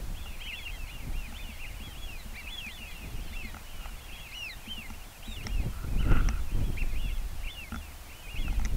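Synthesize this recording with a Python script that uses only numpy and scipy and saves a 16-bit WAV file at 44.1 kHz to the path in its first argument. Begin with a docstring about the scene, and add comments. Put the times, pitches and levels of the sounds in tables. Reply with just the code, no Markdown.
"""A low gust of wind, and through it the whistles of wigeon on an open marsh, some near, many far off.
Each whistle is a nearly pure tone that swoops up, sags and breaks to a lower register. Eddies press on
the microphone of a hand-held camera, whose plastic body rings in damped modes as it taps and creaks
in the grip. Distant air and preamplifier hiss lie under everything."""
import sys
import numpy as np
from scipy import signal
from scipy.fft import rfft, irfft
from scipy.io import wavfile
from scipy.ndimage import uniform_filter1d

SR = 44100
rng = np.random.default_rng(int(sys.argv[2]) if len(sys.argv) > 2 else 0)


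def file_out(sig):
    """Save sig as 16-bit WAV at sys.argv[1]."""
    # one column per channel
    cols = np.atleast_2d(sig).T
    # limit, then scale
    lim = np.clip(cols, -1, 1)
    pcm = np.round(lim * 32767).astype(np.int16)
    wavfile.write(sys.argv[1], SR, pcm)


N = 386316

# Modes of the camera body: the grip's thud and the shell's knock.
# Each row: frequency in Hz, time to decay by 60 dB in seconds, relative level in dB.
THUD_MODES = [(72.7, 0.74, 2), (219.6, 0.13, 7)]
KNOCK_MODES = [(814, 0.017, 4.5), (1369, 0.017, 6.8), (2040, 0.0076, 1.5), (2640, 0.0081, 3.1)]


def amp(db):
    """Amplitude grows tenfold with every 20 dB."""
    return 10 ** (np.asarray(db) / 20)


def unit_rms(x):
    """Division by the root mean square gives a signal unit power."""
    return x / np.sqrt(np.mean(x ** 2) + 1e-20)


def response_db(curve, hz):
    """A frequency response, interpolated on a logarithmic frequency axis."""
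    curve_hz, curve_db = np.transpose(curve)
    return np.interp(np.log(hz + 1), np.log(curve_hz + 1), curve_db)


def add(mix, start_s, sound):
    """Superposition: a sound adds to the mix from its start onward."""
    part = mix[max(round(start_s * SR), 0):][:len(sound)]
    part += sound[:len(part)]


def noise(spectrum):
    """Spectral shaping turns white noise into coloured noise of unit power."""
    white = rfft(rng.standard_normal(N))
    return unit_rms(irfft(white * amp(response_db(spectrum, np.fft.rfftfreq(N, 1 / SR))), N))


def wander(size, span_s):
    """Averaging noise over span_s leaves a smooth random fluctuation, scaled to unit power."""
    span = max(int(span_s * SR), 1)
    return unit_rms(uniform_filter1d(uniform_filter1d(rng.standard_normal(size), span), span))


def ring(modes):
    """Free vibration: after a slightly soft blow, each mode decays exponentially."""
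    t = np.arange(SR // 2) / SR
    onset = 1 - np.exp(-t / 0.0007)
    return onset * sum(amp(db - 60 * t / t60) * np.sin(2 * np.pi * hz * t) for hz, t60, db in modes)


def air_and_hiss():
    """Stationary noise: distant air and the preamplifier make a steady broadband floor."""
    # Each row: frequency in Hz, relative spectral density in dB.
    spectrum = [(100, -10), (380, -7), (725, 0), (1100, -3.5), (1800, -5.5), (2600, -8), (4000, -10),
                (15500, -13)]
    return amp(-51) * noise(spectrum)


def wind():
    """Turbulent pressure on the microphone: slow swings rumble, stronger eddies buffet it roughly."""
    # Spectra of the pressure. Each row: frequency in Hz, relative spectral density in dB.
    rumble_spectrum = [(8, -3.5), (18, 9.5), (40, 3.5), (75, -5), (160, -45), (400, -90)]
    buffet_spectrum = [(40, -24), (90, 1), (300, -12.5), (640, -27), (1500, -41), (4000, -96)]
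    # Strength of the wind. Each row: time in seconds, rumble level in dB.
    gusts = [(0.0, -30), (0.29, -37.5), (0.56, -44.5), (0.75, -36.5), (0.97, -43), (1.12, -29.5),
             (1.28, -43), (1.83, -39.5), (2.28, -40), (2.85, -45.5), (3.2, -36.5), (3.46, -35.5),
             (3.6, -47.5), (3.82, -38.5), (4.45, -45.5), (5.34, -44.5), (5.55, -24.5), (5.78, -33),
             (6.1, -22), (6.6, -28.5), (7.26, -32.5), (7.69, -42.5), (8.18, -44.5), (8.43, -28.5),
             (8.52, -28), (8.76, -22.5)]
    # Bursting eddies. Each row: time of the peak in seconds, level there in dB, fall in dB per second.
    eddies = [(0.01, -42.5, 84), (1.03, -44.5, 59), (1.84, -48.5, 52), (3.085, -42.5, 69),
              (3.459, -50.5, 80), (5.46, -37, 300), (5.658, -30.5, 300), (5.86, -40, 60), (5.96, -36, 62),
              (6.08, -27.5, 60), (6.6, -33, 64), (6.84, -43, 46), (8.445, -35.5, 200), (8.7, -37.5, 40)]
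    buffet_follow, rise_db_per_s = 0.46, 227
    t = np.arange(N) / SR
    rumble_db = np.interp(t, *np.transpose(gusts))
    buffet_power = amp(-53.5 + buffet_follow * (rumble_db + 40)) ** 2
    for peak_s, db, fall_db_per_s in eddies:
        below_peak_db = np.maximum(rise_db_per_s * (peak_s - t), fall_db_per_s * (t - peak_s))
        buffet_power += amp(db - below_peak_db) ** 2
    turbulence = wander(N, 0.014)
    rumble = amp(rumble_db) * unit_rms(noise(rumble_spectrum) * amp(1.2 * turbulence))
    buffet = np.sqrt(buffet_power) * unit_rms(noise(buffet_spectrum) * amp(3.07 * turbulence))
    return rumble + buffet


def camera_taps():
    """Impact excitation: a brief, rough contact rings the shell while the grip thuds."""
    # Blows on the body. Each row: start in seconds, knock gain in dB, thud gain in dB, tick gain in dB.
    taps = [(0.2578, -46, -63, -60), (1.323, -47, -47.5, -57), (2.665, -48, -47.5, -49),
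            (3.5436, -41, -49.5, -52), (3.5672, -42, -66, -52), (3.8572, -38, -70, -55),
            (4.9017, -43, -44.5, -47), (5.439, -50, -66, -54), (5.468, -37.5, -42, -34.5),
            (6.117, -32.5, -52, -49), (6.167, -34, -37.5, -61), (6.2876, -36.5, -39, -33),
            (6.8324, -46.5, -47, -60), (7.721, -39.5, -38.5, -57), (7.7427, -34, -41, -56),
            (7.759, -37, -39.5, -48), (8.4799, -38, -45, -58), (8.526, -45, -47, -56),
            (8.595, -44, -46, -51), (8.6145, -44, -45, -51), (8.650, -42, -41.5, -36),
            (8.657, -45, -58, -38)]
    # Modes of the bright tick. Each row: frequency in Hz, 60 dB decay in seconds, relative level in dB.
    tick_modes = [(2040, 0.0036, 19.3), (3900, 0.0015, 24.4), (5740, 0.0021, 24)]
    out = np.zeros(N)
    t = np.arange(SR // 100) / SR
    for start_s, knock_db, thud_db, tick_db in taps:
        contact = rng.standard_normal(len(t)) * amp(-60 * t / 0.01)
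        for gain_db, modes in (knock_db, KNOCK_MODES), (tick_db, tick_modes):
            # the grip lands differently each time, so the modes share the blow unevenly
            uneven_modes = [(hz, t60, db + 2.45 * rng.standard_normal()) for hz, t60, db in modes]
            ringing = ring(uneven_modes)[:SR // 20]
            blow = np.convolve(ringing, contact)
            add(out, start_s, amp(gain_db) * blow * abs(ringing).max() / abs(blow).max())
        add(out, start_s, amp(thud_db) * ring(THUD_MODES))
    return out


def grip_shifts():
    """Soft excitation: a shift of the grip rings only the low modes, without a knock."""
    # Each row: start in seconds, peak level in dB.
    shifts = [(1.28, -43), (1.432, -45), (1.49, -38), (1.803, -40.5), (2.258, -41), (2.326, -45),
              (2.806, -42), (3.008, -41.5), (3.309, -41), (3.449, -37), (3.907, -45), (4.676, -36.5),
              (4.779, -39), (5.28, -36)]
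    out = np.zeros(N)
    thud = ring(THUD_MODES)
    for start_s, db in shifts:
        add(out, start_s, amp(db) * thud / abs(thud).max())
    return out


def shell_creaks():
    """Stick-slip friction: dense, uneven slips in the grip ring all but the lowest knock mode."""
    # Each row: start of the creak, time it swells toward and time it cuts off, all in seconds;
    # level it swells toward in dB.
    creaks = [(3.793, 3.857, 3.9, -52), (5.72, 5.883, 5.86, -51), (5.995, 6.045, 6.4, -45),
              (6.088, 6.168, 6.215, -40)]
    t = np.arange(N) / SR
    envelope = np.zeros(N)
    for start_s, toward_s, cutoff_s, db in creaks:
        swell_db = np.interp(t, [start_s, toward_s, cutoff_s], [-5.5, 0, -5.5])
        envelope += amp(db + swell_db) * (t > start_s) * (t < cutoff_s)
    slips_per_s = 1800
    slips = rng.standard_normal(N) * (rng.random(N) < slips_per_s / SR)
    slips *= amp(1.7 * wander(N, 0.0016))
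    return envelope * unit_rms(signal.oaconvolve(slips, ring(KNOCK_MODES[1:]))[:N])


def marsh_scatter(calls):
    """Scattering from reeds and fence posts leaves a short blur after every call."""
    t = np.arange(SR // 10) / SR
    echoes = rng.standard_normal(len(t)) * amp(-60 * t / 0.095)
    return amp(-9.5) * signal.oaconvolve(calls, echoes / np.linalg.norm(echoes))[:N]


def register_break(hz):
    """At a change of register the pitch drops by a fifth of its height above 1200 Hz."""
    return hz - .2 * (hz - 1200)


def whistle(crest_s, sag_s, tail_s, crest_hz, break_hz, end_hz, level_db, overtone_db):
    """A gliding tone with two harmonics swoops up, sags, breaks and slides out; gives start and sound."""
    # Weighting of the fundamental, which the bill radiates weakly at low pitch, and of the second
    # harmonic. Each row: frequency of that harmonic in Hz, gain in dB.
    bill_radiation = [(1500, -12), (2000, -7), (2400, 0), (2800, 0), (3600, -0.5)]
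    overtone_colour = [(3000, 4), (4050, 9), (4800, 0), (6200, -3), (7600, 8.5)]
    swoop_s = min(.058, .022 + .35 * (sag_s + tail_s))
    # a call that breaks high and ends low breaks once more, into a softer last slide
    slide_s = 0.068 if break_hz > 2900 and end_hz < 2700 else 0
    slide_hz_per_s, slide_db = 5000, -4
    t = np.arange(-swoop_s, sag_s + tail_s + slide_s, 1 / SR)  # zero at the crest
    past_tail = t - sag_s - tail_s

    lower_hz = register_break(break_hz)
    step_hz = 0.6014 * (break_hz - lower_hz)  # the swoop steps up across the same break
    rise = np.sqrt(1 - np.clip(-t / swoop_s, 0, 1) ** 2)
    below_crest_hz = (crest_hz / 2 - step_hz) * (1 - rise) + step_hz * (t < -.4 * swoop_s)
    sag = np.clip(t / sag_s, 0, 1) ** 1.4
    head_hz = crest_hz - below_crest_hz + (break_hz - crest_hz) * sag
    tail_hz = lower_hz + (end_hz - lower_hz) * (t - sag_s) / tail_s
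    slide_hz = register_break(end_hz) - slide_hz_per_s * past_tail
    hz = np.select([t < sag_s, past_tail < 0], [head_hz, tail_hz], slide_hz)
    hz = uniform_filter1d(hz, 260, mode="nearest")  # each jump takes about 6 ms
    hz *= 1 + 0.00783 * wander(len(t), 0.0037)  # slight pitch jitter

    flutter_db = 2.68 * wander(len(t), 0.018)  # from turbulent air over the marsh
    attack, release = (t - t[0]) / 0.0037, (t[-1] - t) / 0.018
    fade = np.minimum(np.minimum(attack, release), 1)
    phase = 2 * np.pi * np.cumsum(hz) / SR
    tone = amp(response_db(bill_radiation, hz) + slide_db * (past_tail > 0)) * np.sin(phase)
    tone += amp(overtone_db + response_db(overtone_colour, 2 * hz)) * np.sin(2 * phase)
    return crest_s - swoop_s, np.sqrt(2) * amp(level_db + flutter_db) * fade * tone


def flock():
    """Many sources superpose: faint far calls cluster around the near ones, so they come in waves."""
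    # Each row: time of the crest, length of the sag and length of the tail in seconds; pitch at the
    # crest, before the break and at the tail's end in Hz; level and relative level of the second
    # harmonic in dB, both before weighting.
    near_calls = [(0.198, 0.06, 0.098, 3420, 3270, 2490, -55, -21),
                  (0.43, 0.065, 0.01, 3230, 3140, 2800, -50, -25),
                  (0.461, 0.13, 0.045, 2990, 2575, 2010, -47.5, -20),
                  (0.497, 0.016, 0.05, 2670, 2490, 1780, -45, -25),
                  (0.578, 0.074, 0.06, 3464, 3260, 2500, -46, -28),
                  (0.73, 0.043, 0.076, 3260, 3150, 2550, -50.5, -19),
                  (0.907, 0.051, 0.01, 3520, 3380, 2900, -59, -20),
                  (0.933, 0.066, 0.058, 2860, 2630, 1930, -52, -26),
                  (1.18, 0.088, 0.051, 2796, 2410, 1720, -53, -19.5),
                  (1.393, 0.045, 0.071, 3576, 3510, 2620, -51, -23),
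                  (1.409, 0.01, 0.028, 2530, 2420, 1700, -51, -26),
                  (1.622, 0.025, 0.034, 2780, 2370, 1710, -48, -30),
                  (1.679, 0.011, 0.044, 2850, 2690, 1850, -52, -34),
                  (1.785, 0.078, 0.067, 2970, 2500, 1720, -56.5, -24),
                  (1.849, 0.09, 0.008, 3345, 3040, 2750, -52.5, -28),
                  (2.0, 0.076, 0.097, 3415, 3266, 2393, -50.5, -15.5),
                  (2.389, 0.022, 0.025, 2340, 2200, 1850, -46, -19.5),
                  (2.391, 0.11, 0.099, 2770, 2424, 1670, -52.5, -20),
                  (2.527, 0.077, 0.08, 3464, 3250, 2380, -44, -24),
                  (2.738, 0.036, 0.16, 3550, 3420, 2340, -51.5, -20),
                  (2.83, 0.04, 0.068, 2650, 2460, 1900, -52.5, -21),
                  (2.895, 0.03, 0.125, 3365, 3320, 2450, -54.5, -25),
                  (2.979, 0.12, 0.04, 2900, 2500, 1950, -63, -9),
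                  (3.17, 0.057, 0.09, 2870, 2650, 1960, -63, -5),
                  (3.235, 0.072, 0.054, 3480, 3250, 2740, -63, -25),
                  (3.331, 0.045, 0.1, 3540, 3320, 2450, -58, -22),
                  (3.38, 0.047, 0.1, 2730, 2520, 1760, -47, -19.5),
                  (3.717, 0.13, 0.055, 3050, 2780, 2320, -58.5, -20),
                  (3.868, 0.081, 0.069, 2940, 2660, 1970, -62, -9.5),
                  (4.041, 0.043, 0.07, 3320, 3200, 2500, -55.5, -28),
                  (4.152, 0.051, 0.072, 3320, 3198, 2480, -50.5, -25),
                  (4.213, 0.034, 0.085, 3360, 3280, 2460, -55, -17),
                  (4.371, 0.12, 0.06, 2950, 2410, 1740, -44, -13),
                  (4.715, 0.11, 0.0594, 3140, 2510, 1935, -45, -27),
                  (4.975, 0.07, 0.028, 3040, 2570, 2200, -60, -26),
                  (5.065, 0.055, 0.06, 3480, 3280, 2400, -63, -26),
                  (5.282, 0.082, 0.053, 3874, 3394, 2500, -49.5, -20),
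                  (5.464, 0.069, 0.105, 3285, 3200, 2397, -55.5, -27),
                  (5.53, 0.07, 0.05, 2837, 2515, 1910, -55.5, -16),
                  (6.008, 0.023, 0.041, 3020, 2480, 1830, -47.5, -24),
                  (6.269, 0.021, 0.076, 3200, 3025, 2470, -60, -20),
                  (6.65, 0.1, 0.01, 3330, 3144, 2790, -57.5, -26),
                  (6.802, 0.02, 0.017, 2770, 2590, 1410, -41.5, -24),
                  (6.83, 0.083, 0.05, 2720, 2440, 2000, -57, -18),
                  (7.0, 0.089, 0.03, 2890, 2582, 2060, -49.5, -25),
                  (7.025, 0.07, 0.05, 3475, 3300, 2570, -55, -26),
                  (7.135, 0.045, 0.012, 3490, 3200, 2750, -56, -26),
                  (7.466, 0.011, 0.042, 2750, 2600, 2000, -48.5, -33),
                  (7.526, 0.024, 0.089, 3554, 3380, 2590, -47.5, -28),
                  (7.754, 0.056, 0.075, 3496, 3280, 2520, -59, -26),
                  (8.115, 0.015, 0.01, 2740, 2700, 2480, -57, -28),
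                  (8.17, 0.058, 0.058, 3030, 2890, 2430, -55.5, -27.5),
                  (8.325, 0.05, 0.067, 2850, 2480, 1980, -52, -22),
                  (8.408, 0.021, 0.073, 3390, 3320, 2470, -49.5, -22)]
    far_calls_per_s = 26
    out = np.zeros(N)
    for call in near_calls:
        add(out, *whistle(*call))
    far_calls = rng.random((int(far_calls_per_s * N / SR), 6))
    for neighbour, offset, length, pitch, drop, distance in far_calls:
        crest_s = near_calls[int(neighbour * len(near_calls))][0] + .9 * offset - .45
        sag_s, tail_s = .015 + .08 * length, 0.0213 + 0.079 * drop
        crest_hz = 2400 + 1200 * pitch
        break_hz, end_hz = .92 * crest_hz, (.76 - .12 * drop) * crest_hz
        add(out, *whistle(crest_s, sag_s, tail_s, crest_hz, break_hz, end_hz,
                          level_db=-62 - 9 * distance, overtone_db=-17.5))
    return out


def scene():
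    """All sources add linearly in one channel."""
    calls = flock()
    marsh = calls + marsh_scatter(calls) + wind()
    handling = camera_taps() + grip_shifts() + shell_creaks()
    return (marsh + handling + air_and_hiss())[None]


def record(dry):
    """Band limiting: a steep linear-phase low-pass filter removes the highest treble."""
    cutoff_hz = 15700
    lowpass = signal.firwin(2047, cutoff_hz, window=("kaiser", 9), fs=SR)
    padded = np.pad(dry, ((0, 0), (1023, 1023)), "reflect")
    return signal.oaconvolve(padded, lowpass[None], "valid")


dry = scene()
out = record(dry)
file_out(out)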